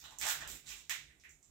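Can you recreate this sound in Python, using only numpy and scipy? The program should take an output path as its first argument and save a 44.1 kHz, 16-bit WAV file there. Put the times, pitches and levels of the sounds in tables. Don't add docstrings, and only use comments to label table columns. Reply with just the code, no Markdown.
import sys
import numpy as np
from scipy import signal
from scipy.fft import rfft, irfft
from scipy.io import wavfile

SR = 44100
rng = np.random.default_rng(int(sys.argv[2]) if len(sys.argv) > 2 else 0)


def transcribe(u):
    v = np.clip(np.atleast_2d(u).T, -1, 1)
    q = np.round(v * 32767).astype(np.int16)
    wavfile.write(sys.argv[1], SR, q)


def to_linear_factor(level_db):
    exponent = np.asarray(level_db, float) / 20
    return 10 ** exponent


N = 66150
HZ = np.fft.rfftfreq(1024, 1 / SR)

# time_s, level_db
RUMBLE_SWELL = [(0.0, -77), (0.032, -68.5), (0.188, -69), (0.228, -60.5), (0.33, -71), (0.366, -63),
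                (0.546, -57.5), (0.63, -71), (0.7, -65.5), (0.894, -75.5), (0.922, -69), (1.202, -71),
                (1.252, -77.5), (1.282, -69.5), (1.416, -78), (1.436, -82.5), (1.5, -67.5)]
# pitch_hz, width_hz, level_db
RUMBLE_MODES = [(55, 24, -6.5), (69.2, 10.2, -4), (105, 36, -14), (146, 8.8, -7), (286, 256, -20)]
# pitch_hz, level_db
HUSH_COLOUR = [(200, 9), (700, 3), (1100, -6), (2000, -11.5), (3200, -13), (6000, -12.5), (9000, 0.5),
               (16000, -13)]
# pitch_hz, likeness (0 to 1)
LIKENESS = [(60, 0.85), (180, 1), (550, 0.57), (1650, 0.08), (4970, 0.017), (15000, 0.061)]
# time_s, level_db, dullness (0 to 1)
PULL = [(0, -55, 0.33), (0.021, -74, 0.87), (.18, -73.5, 0.7), (.205, -55.5, 0.86), (.26, -46.5, 0.33),
        (0.303, -47.5, 0.4), (.33, -71, 0.87), (.45, -64.5, 0.9), (.53, -72, 0.1), (.57, -110, 0.6),
        (0.647, -65, 0.6), (0.684, -52.5, 0.4), (.73, -62.5, 0.4), (.79, -65, 0.47), (.83, -90.5, 0),
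        (1.17, -85, 0.5), (1.302, -96.5, 0.1), (1.5, -77.5, 0.56)]
# start_s, tick_level_db, ring_over_tick_db, patch_pitch_hz, tick_tilt_db_per_octave
SNAPS = [(0.0408, -32, 13.5, 1320, 0), (0.0417, -33, 15, 3760, 1), (0.1087, -32.5, 15, 926, -0.5),
         (0.1868, -23.5, 10.5, 7000, 5), (.2140, -11.5, 9, 2140, 0.5), (0.23, -16.5, -3, 2250, -8),
         (.2540, -11.5, 14, 793, -0.5), (0.2673, -16.5, 12.5, 1460, 5), (.2880, -10, 9, 1600, 1.5),
         (.3030, -27, 11, 1500, 12.5), (0.4083, -20, 13.5, 1680, -5), (0.4763, -21, -4, 3460, 2.5),
         (0.5012, -23.5, 8.5, 1630, 3.5), (0.5432, -32.5, 8, 2350, 7), (0.6643, -48.5, 31, 4000, 1),
         (0.6911, -27.5, 11.5, 5530, -1), (0.707, -28.5, 14, 2400, -2.5), (0.8963, -11, 8, 2010, 1),
         (1.0960, -54.5, 27.5, 2010, -1), (1.199, -40, 6.5, 5500, -5.5), (1.238, -43, 24, 2050, 1.5),
         (1.2532, -48, 24, 2010, -1), (1.2942, -46.5, 17.5, 6900, 5), (1.429, -51, 19.5, 6800, -2)]
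# delay_s, left_level_db, right_level_db
ECHOES = [
    (.0075, -20, -13),
    (.009, -13, -26),
    (0.015, -20, -12),
    (0.017, -15, -14),
]
# pitch_hz, fade_s
WALL_FADE = [(500, 0.42), (1300, 0.29), (3500, 0.42), (9000, 0.29), (15000, 0.24)]
# pitch_hz, level_db
LEFT_MIC = [(400, -11.5), (1600, -5), (3100, -11), (5800, -6.5), (6700, -13.5), (10000, -16.5), (12200, -8),
            (14600, -19.5)]
# pitch_hz, level_db
RIGHT_MIC = [(400, -15.5), (1500, -1), (3800, 1), (4600, -7), (7400, 5.5), (8800, -6.5), (10700, -14.5),
             (13500, -5.5)]


def evened(x):
    return x / np.sqrt(np.mean(x ** 2) + 1e-20)


def read(points, hz):
    f, value = np.transpose(points)
    return np.interp(np.log(hz + 1), np.log(f + 1), value)


def alike_pair(left, other, hz):
    same = np.clip(read(LIKENESS, hz), -1, 1)
    same = same.reshape(-1, *[1] * (left.ndim - 1))
    return np.array([left, same * left + np.sqrt(1 - same ** 2) * other])


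def noise_pair(db_of_hz):
    hz = np.fft.rfftfreq(N, 1 / SR)
    a, b, c, d = rng.standard_normal((len(hz), 4)).T
    waves = alike_pair(a + 1j * b, c + 1j * d, hz)
    return evened(irfft(waves * to_linear_factor(db_of_hz(hz)), N))


def rumble_colour(hz):
    power = 0
    for mode_hz, width_hz, db in RUMBLE_MODES:
        power = power + to_linear_factor(2 * db) / (1 + ((hz - mode_hz) / width_hz * 2) ** 4)
    return 10 * np.log10(power)


def rumble():
    s, db = np.transpose(RUMBLE_SWELL)
    swell = to_linear_factor(np.interp(np.arange(N) / SR, s, db))
    sides = to_linear_factor(np.array([[-1.9], [1.9]]))
    return swell * noise_pair(rumble_colour) * sides


def hush():
    return to_linear_factor(-68) * noise_pair(lambda hz: read(HUSH_COLOUR, hz))


def ring(hz, q):
    cycles = np.arange(1024) / SR * hz
    x = cycles * np.exp(-np.pi * cycles / q) * np.sin(2 * np.pi * cycles)
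    return x / abs(rfft(x)).max()


def crackle():
    creases_per_s, spread_db, dull_db_per_oct = 3500, 4, -8.5
    s, db, dull = np.transpose(PULL)
    t = np.arange(N) / SR
    level = to_linear_factor(np.interp(t, s, db))
    dull = np.clip(np.interp(t, s, dull), 0, 1)
    draw = rng.random((N, 4))
    size = to_linear_factor(-spread_db * np.log(draw[:, 0] + 0.0028))
    happens = draw[:, 1] < creases_per_s / SR
    push_or_pull = np.sign(draw[:, 3] - .5)
    creases = level * evened(size * happens * push_or_pull)
    pitches = np.geomspace(700, 15000, num=16)
    patch = (draw[:, 2] * len(pitches)).astype(int)
    tilt_db_per_oct = dull_db_per_oct * (2 * dull - 1) + 3.65
    out = np.zeros(N)
    for k, hz in enumerate(pitches):
        grain = ring(hz, 2.0)
        grain = grain / np.linalg.norm(grain)
        share = to_linear_factor(tilt_db_per_oct * np.log2(hz / 4000))
        out += signal.oaconvolve(creases * share * (patch == k), grain)[:N]
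    return out


def snaps():
    tick_s, patch_q, trim_db = .0009, 2.33, 5.5
    under_patch = 0.5
    flutter_colour = 0.26
    out = np.zeros(N + 2048)
    chance = rng.standard_normal((len(SNAPS), 64))
    swell = np.sin(np.pi * np.minimum(np.arange(64) / (tick_s * SR), 1)) ** 2
    for (s, db, ring_db, hz, tilt_db), flips in zip(SNAPS, chance):
        flutter = rfft(flips * swell, 1024)
        strength = abs(flutter)
        flutter = flutter / strength * evened(strength) ** flutter_colour
        tick = to_linear_factor(tilt_db * np.log2((HZ + 300) / 4000))
        patch = to_linear_factor(ring_db) * abs(rfft(ring(hz, patch_q)))
        bass_loss = 1 + (under_patch * hz / (HZ + 1)) ** 2
        snap = irfft(np.hypot(tick, patch) / bass_loss * flutter)
        snap = np.roll(snap, 256) * np.hanning(1024) ** .5
        at = round((s - tick_s / 2) * SR) - 256
        out[at:at + 1024] += to_linear_factor(db + trim_db) * snap
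    return out[:N]


def symmetric_filter(db):
    return np.roll(irfft(to_linear_factor(db)), 512)[1:]


def beam(x):
    boost_db = 5 * np.exp(-np.log2((HZ + 1) / 7000) ** 2 / .21) - 3
    return signal.fftconvolve(x, symmetric_filter(boost_db), "same")


def early_echoes():
    early = np.zeros((2, 2048))
    early[:, 0] = to_linear_factor(np.array([-2, 0]))
    floor = (.0035, -3.5, -4.5)
    for k, (s, left_db, right_db) in enumerate([floor, *ECHOES]):
        at = round(s * SR)
        early[0, at + 7 * k + 9] += to_linear_factor(left_db)
        early[1, at] += to_linear_factor(right_db)
    return early


def tail():
    level_db, tilt_db_per_oct, rise_s = 8, -1, 0.012
    hz, t, z = signal.stft(rng.standard_normal((2, SR // 2)), SR, nperseg=256)
    z = alike_pair(z[0], z[1], hz)
    fade_db = -60 * t / read(WALL_FADE, hz)[:, None]
    tilt_db = tilt_db_per_oct * np.log2((hz[:, None] + 300) / 7000)
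    x = signal.istft(z * to_linear_factor(fade_db + tilt_db), SR, nperseg=256)[1][:, :SR // 2]
    x = x * np.clip(np.arange(SR // 2) / SR / rise_s, 0, 1)
    return to_linear_factor(level_db) * x / np.linalg.norm(x, axis=1)[:, None]


def room(x):
    out = signal.fftconvolve(beam(x)[None], early_echoes(), axes=1)[:, :N]
    turn = np.arange(N) / SR * 45
    for k in range(3):
        share = np.sqrt(2 / 3) * np.cos(turn + k * np.pi / 3)
        out = out + signal.fftconvolve((x * share)[None], tail(), axes=1)[:, :N]
    return out


def microphones(air):
    mics = np.array([symmetric_filter(read(mic, HZ)) for mic in (LEFT_MIC, RIGHT_MIC)])
    return signal.fftconvolve(air, mics, "same", axes=1)


def scene():
    packet = snaps() + crackle()
    air = room(packet) + hush()
    return microphones(air) + rumble()


def top_cut(x):
    return signal.sosfilt(signal.butter(12, 16610, fs=SR, output="sos"), x)


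def record(dry):
    low_pass = signal.firwin(255, 15800, window=("kaiser", 7), fs=SR)
    mix = signal.oaconvolve(dry, low_pass[None], "same")
    return top_cut(mix)


dry = scene()
out = record(dry)
transcribe(out)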